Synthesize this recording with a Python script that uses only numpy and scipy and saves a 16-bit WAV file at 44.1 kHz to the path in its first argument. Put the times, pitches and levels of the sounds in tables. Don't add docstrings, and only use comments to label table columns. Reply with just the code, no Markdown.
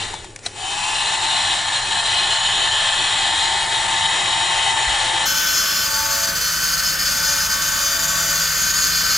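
import sys
import numpy as np
from scipy import signal
from scipy.fft import rfft, irfft, next_fast_len
from scipy.io import wavfile
from scipy.ndimage import uniform_filter1d, minimum_filter1d, map_coordinates

SR = 44100
rng = np.random.default_rng(int(sys.argv[2]) if len(sys.argv) > 2 else 0)


def volts(x):
    e = np.asarray(x, float) / 20
    return 10 ** e


def transcribe(u):
    v = np.clip(np.atleast_2d(u).T, -1, 1)
    q = np.round(v * 32767).astype(np.int16)
    wavfile.write(sys.argv[1], SR, q)


N = 404397
T = np.arange(N) / SR

NORMAL, FAST = 1, 1.7
SCENE_CHANGE_S, NEW_POSE_S = 5.26, 5.855
ON_S = 0.4615
BESIDE = np.array([[0.5], [-0.5]])

PART_EDGES_HZ = [488, 1400, 2400, 4400, 10040]
FILL_S = [0.17, 0.22, 0.17, 0.12]
# time_s, jet_towards_microphone_db, fan_towards_microphone_db, lean_to_left_db
POSE = [(.75, -1, 0, 0.7), (1.0, -1, -1, -0.2), (1.35, 0.5, 3, 0), (1.83, -0.5, -4.5, -0.5),
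        (2.1, 1.5, 1, -0.5), (2.95, 1, -1.5, -0.5), (3.3, 1.5, 3.5, -0.2), (3.75, 0.5, 3.5, 0),
        (4.3, 0.5, 4, 0.5), (4.7, 0, 5.5, 0.5), (5.2, -0.5, 4.5, 0), (5.55, 2, 5, -0.5), (5.9, -1.5, 1, -1),
        (6.4, -1.5, 0.5, -1.5), (7.3, 0, 2.5, -1), (8.2, -0.5, 2, -0.5), (8.7, 0.5, 2, -1.5),
        (9.1, 1, 4, -1.3)]


def unit(x):
    return x / np.sqrt(np.mean(x ** 2) + 1e-20)


def steady(x):
    power = uniform_filter1d(np.mean(x ** 2, axis=0), size=SR // 3)
    return x / np.sqrt(np.abs(power) + 1e-20)


def along(points, hz):
    f, v = np.transpose(points)
    return np.interp(np.log(hz + 1), np.log(f + 1), v)


def curves(rows):
    s, *columns = np.transpose(rows)
    return [np.interp(T, s, column) for column in columns]


def wobble(rate):
    coarse = T[::16]
    knots = rng.standard_normal(int(N * rate / SR) + 4)
    return np.interp(T, coarse, map_coordinates(knots, [coarse * rate]))


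def filtered(x, response):
    m = next_fast_len(N + 8192)
    return irfft(rfft(x, m) * response(np.fft.rfftfreq(m, 1 / SR)), m)[..., :N]


def blurred_noise(shape, across, along_time):
    field = uniform_filter1d(rng.standard_normal(shape), size=across, axis=0)
    return uniform_filter1d(field, size=along_time, axis=1)


def rush(colour, speed, patchy_db):
    # pitch_hz, likeness (0 to 1)
    likeness = [(30, 0.76), (60, 0.94), (150, 0.68), (300, 0.85), (700, 0.89), (2000, 0.82), (5000, 0.93),
                (9000, 0.78)]
    z = signal.stft(rng.standard_normal((2, N)), nperseg=1024)[2]
    patches = unit(blurred_noise(z.shape[1:], 4, 36))
    fine = unit(blurred_noise(z.shape[1:], 2, 12))
    hz = np.linspace(0, SR / 2, len(fine))[:, None]
    depth = np.clip(hz / (speed * 2250) - 0.5, 0, 1)
    streaks_db = 2.5 * np.minimum(fine, 0.7)
    holes_db = -14 * (fine < -2.1)
    gain_db = patchy_db * patches + depth * (streaks_db + holes_db)
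    pair = signal.istft(z * volts(gain_db), nperseg=1024)[1][:, :N]

    def spread(hz):
        angle = np.arccos(np.clip(along(likeness, hz / speed), -1, 1)) / 2
        return colour(hz) * [np.cos(angle), np.sin(angle)]

    mid, side = filtered(pair, spread)
    return np.array([mid + side, mid - side])


def power_db(fill_s, coast_db_per_s=-70, rest_db=-28):
    coasting = -3 + coast_db_per_s * T
    climbing = -22.5 * np.exp((ON_S - T) / fill_s)
    climbing = climbing - 5 * np.clip((0.562 - T) / 0.012, 0, 1)
    return np.maximum(np.where(T < ON_S, coasting, climbing), rest_db)


def shop(level_db, rumble, speed):
    db = level_db + 0.23 * power_db(0.81) + 4.5 * np.exp(-T / 0.29)
    return volts(db) * steady(rush(lambda hz: volts(along(rumble, hz)), speed, patchy_db=1.0))


def engine_hum():
    # time_s, level_db
    load = [(5.3, -52), (6.2, -55.5), (6.45, -45.5), (7.7, -46.5), (7.9, -65), (8.07, -42), (9.1, -45)]
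    phase = 2 * np.pi * 158.8 * T + 1.0 * wobble(4) + BESIDE / 2
    return volts(curves(load)[0] + 4.0) * np.sin(phase)


def locomotive_drone():
    # pitch_hz, level_db
    firing = [(43.7, -45.5), (58.2, -46.5), (72.7, -54.5), (87.2, -50), (102, -68), (116.4, -52.5),
              (189, -52)]
    out = 0
    for hz, db in firing:
        level_db = db + 2.5 + 1 * (T - 7.5) + 1.9 * wobble(1.8)
        phase = 2 * np.pi * (hz * T + rng.random()) + 0.11 * wobble(2.7)
        out = out + volts(level_db) * np.sin(phase)
    return out


def train_horn():
    pipe_hz = [331, 389, 520.5, 662.3]
    pipe_db = [-50, -53, -48, -52]
    # pipe_number, peak_s, half_length_s, level_db
    echo_swells = [(0, 6.13, .25, 7), (0, 7.3, .12, 7), (0, 7.88, 0.12, 6), (0, 8.27, 0.092, 4.5),
                   (1, 6.27, .16, 12), (1, 8.02, 0.12, 11.5), (1, 8.27, 0.11, 6), (2, 5.66, 0.069, -2),
                   (2, 6.05, 0.21, 14), (2, 5.4, 0.14, 5), (2, 7.33, 0.16, 7), (2, 7.58, 0.058, 0),
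                   (2, 7.76, .06, 8), (2, 8.06, 0.076, 7), (3, 5.3, .1, 7), (3, 5.68, 0.15, 5),
                   (3, 6, 0.35, 13.5), (3, 7.58, 0.069, 15), (3, 7.78, .13, 12), (3, 8.15, .07, 16),
                   (3, 8.36, .09, 10)]
    # start_s, end_s
    blasts = [
        (4.98, 6.4),
        (7.05, 8.5),
    ]
    speed = np.where(T < SCENE_CHANGE_S, NORMAL, FAST)
    blowing = sum(np.clip(np.minimum(T - a, b - T) / 0.067, 0, 1) for a, b in blasts)
    out = 0
    for k, hz in enumerate(pipe_hz):
        tone = np.sin(2 * np.pi * hz * np.cumsum(speed) / SR + 0.41 * wobble(9.6) + BESIDE)
        level_db = pipe_db[k] + 6.0 + 1.5 * wobble(9)
        for pipe, s, half, db in echo_swells:
            if round(pipe) == k:
                level_db = level_db + db * np.exp(-((T - s) / half) ** 2)
        out = out + blowing * volts(level_db) * tone
    return out


def outside():
    return train_horn() + (T > SCENE_CHANGE_S) * (engine_hum() + locomotive_drone())


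def handling():
    # pitch_hz, width_hz, level_db
    handle_modes = [(2250, 500, -3), (3250, 400, 2), (5760, 500, -3), (8300, 500, 0)]
    # start_s, peak_db, low_knock_db,
    # fade_by_60_db_s
    clicks = [(0.1392, -18, 7.5, 0.03), (.244, -21, 0, .03), (.304, -35, -17, .03),
              (0.3606, -15.5, -30, 0.018), (.389, -25, -4, .03), (.424, -25, -20, 0.52),
              (0.45, -20.5, -20, 0.13), (0.4619, -12, -30, 0.039)]
    # pitch_hz, level_db, fade_by_60_db_s
    contact_modes = [(706, -11.5, 0.047), (1490, -17, 0.044), (2450, -27, 0.041), (2750, -18, 0.044),
                     (3300, -11, 0.035), (3900, -2, 0.03), (4140, -1.5, 0.025), (5730, -15, .022),
                     (8470, -8, 0.032)]
    # start_s, level_db, pitch_hz, fade_by_60_db_s
    bumps = [
        (4.87, -18, 54, 0.17),
    ]
    out = np.zeros(N)
    t = T[:SR // 4]
    f = np.fft.rfftfreq(len(t), 1 / SR)
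    handle = 1
    for k, (c, w, db) in enumerate(handle_modes):
        handle = handle + (-1) ** k * volts(db) * 1j * f * w / (c * c - f * f + 1j * f * w)

    def add(s, sound):
        out[round(s * SR):][:len(t)] += sound

    for s, db, knock_db, t60 in clicks:
        burst = rng.standard_normal(len(t)) * volts(-60 * t / t60) * (1 - np.exp(-t / (0.03 * t60)))
        crack = irfft(rfft(burst) * handle, len(t))
        knock = volts(knock_db - 60 * t / 0.015) * np.sin(2 * np.pi * 860 * t) * (1 - np.exp(-t / 0.0015))
        add(s, volts(db) * (crack / np.abs(crack).max() + knock))
    snap = sum(volts(-10.5 + db - 60 * t / t60) * np.sin(2 * np.pi * hz * t) for hz, db, t60 in contact_modes)
    add(ON_S, (1 - np.exp(-t / 0.0012)) * snap)
    for s, db, hz, t60 in bumps:
        add(s, volts(db - 60 * t / t60) * np.sin(2 * np.pi * hz * t) * (1 - np.exp(-t / 0.01)))
    return volts(3 * BESIDE) * filtered(out, lambda hz: hz < PART_EDGES_HZ[-1])


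def ports(x, speed):
    # pitch_hz, left_minus_right_db
    level_gap = [(60, 7.5), (300, -8), (640, 5), (1400, 2), (3100, 3), (6800, 0.4), (10000, 1)]
    # pitch_hz, left_leads_by_radians
    phase_gap = [(50, -0.068), (690, -0.66), (1210, -0.71), (1460, 0.047), (1810, -0.24), (2500, 0.88),
                 (3010, 0.22), (3620, -0.45), (7750, 0.39), (8870, 0.27)]

    def response(hz):
        gain = volts(BESIDE * along(level_gap, hz / speed))
        return gain * np.exp(1j * BESIDE * along(phase_gap, hz / speed))

    return filtered(x, response)


def stalls_db():
    # start_s, length_s, level_db
    stalls = [(1.159, 0.062, -3.5), (1.595, 0.087, -4), (1.694, 0.035, -5), (1.799, 0.043, -4),
              (1.838, 0.071, -3.5), (1.935, 0.01, -8), (2.004, 0.053, -4.5), (2.25, 0.021, -2),
              (2.692, 0.024, -4), (3.648, 0.069, -5), (3.87, 0.011, -9), (4.068, 0.016, -5),
              (4.729, 0.037, -5.5), (5.329, 0.015, -5), (5.493, 0.039, -2), (6.26, 0.012, -8),
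              (6.308, 0.044, -6), (6.383, 0.029, -4), (6.582, 0.029, -5), (6.756, 0.021, -7.5),
              (6.807, 0.028, -5.5), (6.946, 0.044, -5.5), (7.469, 0.021, -4), (7.56, 0.059, -4.5),
              (7.699, 0.021, -6), (7.977, 0.014, -9), (8.059, 0.021, -6.5), (8.483, 0.011, -4),
              (8.719, 0.019, -7.5), (9.024, 0.013, -7.5)]
    out = 0
    for s, length, db in stalls:
        out = out + db * np.clip(np.minimum(T - s + 0.002, s + length + 0.0025 - T) / 0.0063, 0, 1)
    return out


def barrel(tone, pipes):
    def colour(hz):
        peaks = sum(volts(db / 3) * w * w / (w * w + 4 * (hz - c) ** 2) for c, w, db in pipes)
        return volts(along(tone, hz)) * (1 + 1.02 * peaks) * (hz < 15790)

    return colour


def airflow(colour, turns, speed, noise_db):
    coast_db_per_s = [-65, -66, -76, -58]
    resting_db = [-26, -26, -30, -23]
    jet_share = [0.075, .2, 0.95, .1]
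    fan_share = [0.28, .15, 0.02, 0.083]
    roar = rush(colour, speed, patchy_db=0.8)
    mains_hz = 59.9
    throb = 1 + 0.078 * np.sin(2 * np.pi * mains_hz * speed * T) + 0.07 * np.sin(2 * np.pi * turns)
    flutter_db = 0.85 * stalls_db() + np.minimum(0.5 * wobble(20) + 1.1 * wobble(45), 1.3)
    jet_db, fan_db, _ = curves(POSE)
    out = 0
    for k, share in enumerate([0.19, 0.32, 0.95, 0.45]):
        low, high = PART_EDGES_HZ[k] * speed, PART_EDGES_HZ[k + 1] * speed
        part = filtered(roar, lambda hz: (hz > low) & (hz <= high))
        db = noise_db[k] + power_db(FILL_S[k], coast_db_per_s[k], resting_db[k])
        db = db + jet_share[k] * jet_db + fan_share[k] * fan_db + share * flutter_db
        out = out + volts(db) * steady(part) * throb ** share
    return out


def whine(turns, blade_db, twice_db, orders, rest_db, late_db):
    out = 0
    for multiple, db in orders:
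        k = round(multiple)
        if k in (2, 3):
            continue
        if k in (5, 10):
            level_db = blade_db if k == 5 else twice_db
            blur = 0.03 * k
        else:
            level_db = rest_db + late_db * min(k / 16, 1) + db + 0.7 * wobble(2.524) + 0.15 * k * wobble(30)
            blur = 0.004 * k * k
        jitter = 0.61 * blur * wobble(90 if k > 12 else 40)
        tone = np.sin(2 * np.pi * (k * turns + rng.random()) + jitter)
        out = out + np.sqrt(2) * volts(level_db) * tone
    return out


def barrel_howl():
    # start_s, end_s, pitch_hz, climb_hz_per_s, level_db
    howl_shape = (.565, .76, 3010, 450, -29.5)
    start, end, hz, climb, db = howl_shape
    swell = np.clip(np.minimum((T - start) / 0.09, (end - T) / 0.02), 0, 1)
    level = swell * volts(db + 1.8 * wobble(60))
    since = T - start
    return level * np.sin(2 * np.pi * (hz + climb * since / 2) * since + 1.1 * wobble(60))


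def gun(orders, colour, speed, noise_db, other_db, octave_db):
    # time_s, turns_hz
    shaft = [(1, 179.4), (1.55, 178.4), (1.95, 179.6), (2.6, 178.2), (2.97, 176.6), (3.35, 179.5),
             (4.4, 179.6), (5.2, 177.5), (5.5, 178.8), (5.76, 177.5), (5.95, 178.5), (7.05, 178.7),
             (7.3, 177.9), (7.62, 179.3), (8.12, 179.2), (8.3, 177.6), (8.55, 179.6), (9.1, 179.3)]
    missing_hz = 82 * np.exp(-np.abs(T - ON_S) / 0.17)
    hz = curves(shaft)[0] + 0.25 * wobble(3) - missing_hz
    turns = np.cumsum(speed * hz) / SR
    jet_db, fan_db, lean_db = curves(POSE)
    base_db, flicker_db = -34, 1.6
    hidden_db = -7 * np.clip((0.7 - T) / 0.08, 0, 1) * (T > 0.3)
    blade_db = base_db + fan_db + 2.6 * power_db(0.06) + hidden_db + flicker_db * wobble(9)
    twice_db = base_db + octave_db + 0.48 * fan_db + 3.4 * power_db(0.12) + 1.1 * flicker_db * wobble(9.7)
    rest_db = jet_db + power_db(FILL_S[2]) + other_db + stalls_db()
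    late_db = -20 * np.clip((1.1 - T) / 1.8, 0, 1) * (T > ON_S)
    tones = whine(turns, blade_db, twice_db, orders, rest_db, late_db) + barrel_howl()
    return volts(lean_db * BESIDE) * ports(tones + airflow(colour, turns, speed, noise_db), speed)


def shaded(x):
    # peak_s, half_length_s, pitch_hz, level_db
    swells = [(0.635, 0.035, 800, 9), (0.78, 0.15, 2500, 5.5), (0.86, 0.15, 1020, 5),
              (0.93, 0.25, 2710, 6.5), (1.19, 0.25, 3570, 3.0), (1.19, 0.4, 3190, -5.5),
              (1.42, 0.9, 1980, -2.5), (1.46, 0.25, 3880, 4.0), (1.47, 0.9, 4480, 3.0),
              (1.76, 0.25, 1640, 3.0), (1.9, 0.6, 4090, 3.5), (2.16, 0.25, 3830, -4.0),
              (2.38, 0.6, 3060, 4.0), (2.63, 0.4, 2150, -3.0), (2.77, 0.25, 1720, 3.5),
              (2.83, 0.15, 3140, 3.0), (2.91, 0.15, 3920, -5.0), (3.38, 0.6, 3360, 3.0),
              (3.41, 0.25, 4690, 6.5), (3.55, 0.6, 2670, -3.5), (3.66, 0.4, 2970, -4.0),
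              (3.7, 0.4, 1120, -2.5), (4.13, 0.25, 3880, 3.0), (4.42, 0.25, 1720, -4.0),
              (4.49, 0.9, 2020, 3.0), (4.6, 0.9, 4130, -3.5), (4.73, 0.9, 4520, -4.0), (5.4, 0.2, 4560, -5),
              (5.6, 0.25, 3060, -3), (5.41, 0.15, 6930, -3.5), (5.73, 0.15, 3960, -4.0),
              (5.74, 0.15, 6120, -4.5), (5.77, 0.15, 4780, 4.0), (6.15, 0.25, 7190, 3.5),
              (6.26, 0.4, 5990, 4.5), (6.42, 0.25, 6680, -5.0), (6.76, 0.25, 3490, -4.5),
              (6.82, 0.6, 4440, 3.0), (6.9, 0.4, 5210, 4.0), (6.91, 0.4, 7280, -4.0),
              (6.93, 0.15, 6120, -4.5), (8.04, 0.4, 4310, -5.5), (8.06, 0.25, 7150, 5.5),
              (8.09, 0.4, 3620, 3.5), (8.18, 0.4, 5300, -4.5), (8.68, 0.25, 4870, -3.0),
              (8.71, 0.25, 6630, 5.0), (8.94, 0.25, 6030, -4.5), (8.98, 0.15, 4260, 4.5),
              (8.98, 0.25, 7150, -4.0)]
    # pitch_hz, level_db
    lasting_colour = [(3990, -4.5), (10360, -3), (11040, -7), (13310, -8), (5960, 0), (7180, 4), (9200, 2),
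                      (11560, 2.5), (14300, 3.5)]
    hz, t, z = signal.stft(x, SR, nperseg=1024)

    def bell(c, speed):
        return np.exp(-((hz[:, None] - c) / (110 * speed)) ** 2)

    changed = t > SCENE_CHANGE_S
    db = 0
    for s, half, c, gain in swells:
        late = s > SCENE_CHANGE_S
        moment = np.exp(-((t - s) / half) ** 2) * (changed == late)
        db = db + gain * bell(c, FAST if late else NORMAL) * moment
    db = db + sum(gain * bell(c, FAST) for c, gain in lasting_colour) * changed
    return signal.istft(z * volts(db), nperseg=1024)[1][:, :N]


def scene():
    # shaft_multiple, level_db
    orders_first, orders_last = [(1, -14), (2, -19), (3, -19), (4, -5), (5, 0), (6, -0.5), (7, -29),
                                 (8, -19), (9, -6), (10, -3), (11, -3.5), (12, -39), (13, -16), (14, -1),
                                 (15, -5), (16, 1), (17, -1), (18, 4.5), (19, -1.5), (20, -16.5), (21, 7),
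                                 (22, -15), (23, 4.5)], [(1, -18), (2, -13), (3, -9), (4, -10), (5, 0), (6, -6.5),
                                                   (7, -12.5), (8, -10), (9, -30), (10, -6), (11, -15),
                                                   (12, -17), (13, -19), (14, -17), (15, -10), (16, -1.5),
                                                   (17, -3.5), (18, -8), (19, -20), (20, -6), (21, -2.5),
                                                   (22, -28), (23, -7)]
    # pitch_hz, level_db_per_hz
    tone_first, tone_middle, tone_last = [(290, -81), (500, -22), (879, -4.5), (959, -9), (1310, -13),
                                          (1530, -19), (1750, -13), (2110, -18), (2340, -18), (2460, -18),
                                          (3120, -14), (4110, -13), (4430, -16), (6370, -20), (7130, -13.5),
                                          (10000, -19), (13000, -58), (22000, -120)], [(500, -43), (850, -19), (904, -21), (937, -22),
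                                                          (1100, -14), (1490, -6), (1900, -15), (3060, -10),
                                                          (3680, -11), (5310, -5), (7030, -8.5),
                                                          (8440, -17.5), (12600, -13), (15700, -17.5)], [(500, -36), (850, -21),
                                                                          (1050, -20), (1100, -15),
                                                                          (1490, -7.5), (2000, -17),
                                                                          (3030, -17.5), (3960, -16),
                                                                          (4260, 1.5), (4810, 0),
                                                                          (5710, -3.5), (6610, 1),
                                                                          (8440, -11.5), (12800, -11),
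                                                                          (15700, -13.5)]
    # pitch_hz, width_hz, level_db
    pipes_first, pipes_middle, pipes_last = [(800, 43, -14), (1730, 53, -15), (1998, 36, -8),
                                             (1984, 22, 10), (2150, 57, -9), (2540, 28, 14),
                                             (3050, 110, 6.5), (3454, 23, -1), (3812, 17, 13),
                                             (4080, 44, -15.5), (5300, 8.8, -7), (5710, 220, -2.5),
                                             (6890, 170, 1.0), (7460, 39, -5.5), (8870, 56, -12)], [(3130, 77, 9), (3400, 100, 9), (4230, 62, 29),
                                                              (5170, 40, -4), (5300, 230, -13),
                                                              (6350, 88, 1), (6830, 430, -11.5),
                                                              (9600, 279, -13), (12000, 270, -1),
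                                                              (12900, 190, -9), (14000, 420, -14)], [(1818, 32, -2),
                                                                               (3020, 41, -8),
                                                                               (3480, 120, -18),
                                                                               (4850, 370, -13),
                                                                               (6110, 24, 22),
                                                                               (6180, 19, -10),
                                                                               (6630, 46, 6),
                                                                               (9650, 360, -4),
                                                                               (11930, 98, -6),
                                                                               (12400, 63, 5),
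                                                                               (12950, 380, 8),
                                                                               (14200, 200, 2)]
    # pitch_hz, level_db_per_hz
    rumble_before, rumble_after = [(12, -19), (20, 3), (64, -8), (107, 2), (145, -10), (176, -8),
                                   (238, -12.5), (392, -4), (513, -13.5), (600, -12.5), (780, -22),
                                   (1320, -120)], [(12, -37), (25, -8), (50, -6.5), (120, -8.5),
                                                     (165, -2.5), (260, -7.5), (400, -11), (555, -8),
                                                     (690, -8), (780, -14), (870, -16.5), (1000, -22),
                                                     (2200, -120)]
    first = gun(orders_first, barrel(tone_first, pipes_first), NORMAL,
                noise_db=[-28.5, -28.5, -23.5, -27.5], other_db=-40.0, octave_db=-2.0)
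    second = gun(orders_first, barrel(tone_middle, pipes_middle), FAST,
                 noise_db=[-29.5, -27.5, -22.5, -28.0], other_db=-40.5, octave_db=-1)
    third = gun(orders_last, barrel(tone_last, pipes_last), FAST,
                noise_db=[-28.5, -30.5, -21.5, -28.0], other_db=-34.5, octave_db=-6)
    fast = np.clip((T - SCENE_CHANGE_S) / 0.012 + 0.5, 0, 1)
    moved = np.clip((T - NEW_POSE_S) / 0.06 + 0.5, 0, 1)
    sped_up = second * np.sqrt(1 - moved) + third * np.sqrt(moved)
    blast = first * np.sqrt(1 - fast) + sped_up * np.sqrt(fast)
    room = shop(-38, rumble_before, NORMAL) * np.sqrt(1 - fast) + shop(-40, rumble_after, FAST) * np.sqrt(fast)
    return shaded(blast) + room + outside() + handling()


def starved(x):
    # pitch_hz, mid_db, side_db
    weakest_kept = [(98.6, -19, 3), (216, -7.5, -8), (408, -6, -12), (597, -16, -21), (763, -8, -14),
                    (895, -11, -15), (4000, -19, -8.5), (6000, -4, -9.5), (9000, -15, -8.5),
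                    (15000, -15.5, -8.5)]
    hz, _, z = signal.stft(np.array([x[0] + x[1], x[0] - x[1]]) / 2, SR, nperseg=2048)
    power = uniform_filter1d(uniform_filter1d(np.abs(z) ** 2, size=3, axis=1), size=3, axis=2)
    masker = minimum_filter1d(uniform_filter1d(power[0], size=40, axis=0), size=5, axis=1)
    edge_hz, *least_db = np.transpose(weakest_kept)
    least = np.array([volts(2 * np.interp(hz, edge_hz, db))[:, None] for db in least_db])
    mood_db = 5 * unit(blurred_noise(masker.shape, 3, 4)) * (hz[:, None] < 1000)
    keep = power > volts(2 * mood_db) * masker * least
    around = uniform_filter1d(masker + 1e-20, size=15, axis=1)
    valley_db = 10 * np.log10(uniform_filter1d(power[0], size=15, axis=1) / around + 1e-9)
    luck = unit(blurred_noise(masker.shape, 5, 4))
    lost = (luck + 0.3 * valley_db < -2.9) & (hz[:, None] > 4500)
    mid, side = signal.istft(z * (keep & ~lost), nperseg=2048)[1][:, :N]
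    return np.array([mid + side, mid - side])


def hiss_puffs():
    # time_s, level_db
    puffs = [(.216, -52), (.958, -41), (1.57, -53), (1.8, -53), (2.22, -50), (2.452, -38), (2.96, -38),
             (3.192, -43), (3.696, -44), (3.99, -44), (4.03, -45), (4.58, -58)]
    noise = rng.standard_normal(N)
    hiss = unit(filtered(noise, lambda hz: (hz > PART_EDGES_HZ[-1]) & (hz < 11000)))
    return hiss * sum(volts(db - 7) * np.clip(1.5 - np.abs(T - s) / 0.0041, 0, 1) for s, db in puffs)


def top_cut(x):
    return signal.sosfilt(signal.butter(12, 15880, fs=SR, output="sos"), x)


def record(dry):
    mix = filtered(starved(dry) + hiss_puffs(), lambda hz: hz < 15800)
    return top_cut(mix)


dry = scene()
out = record(dry)
transcribe(out)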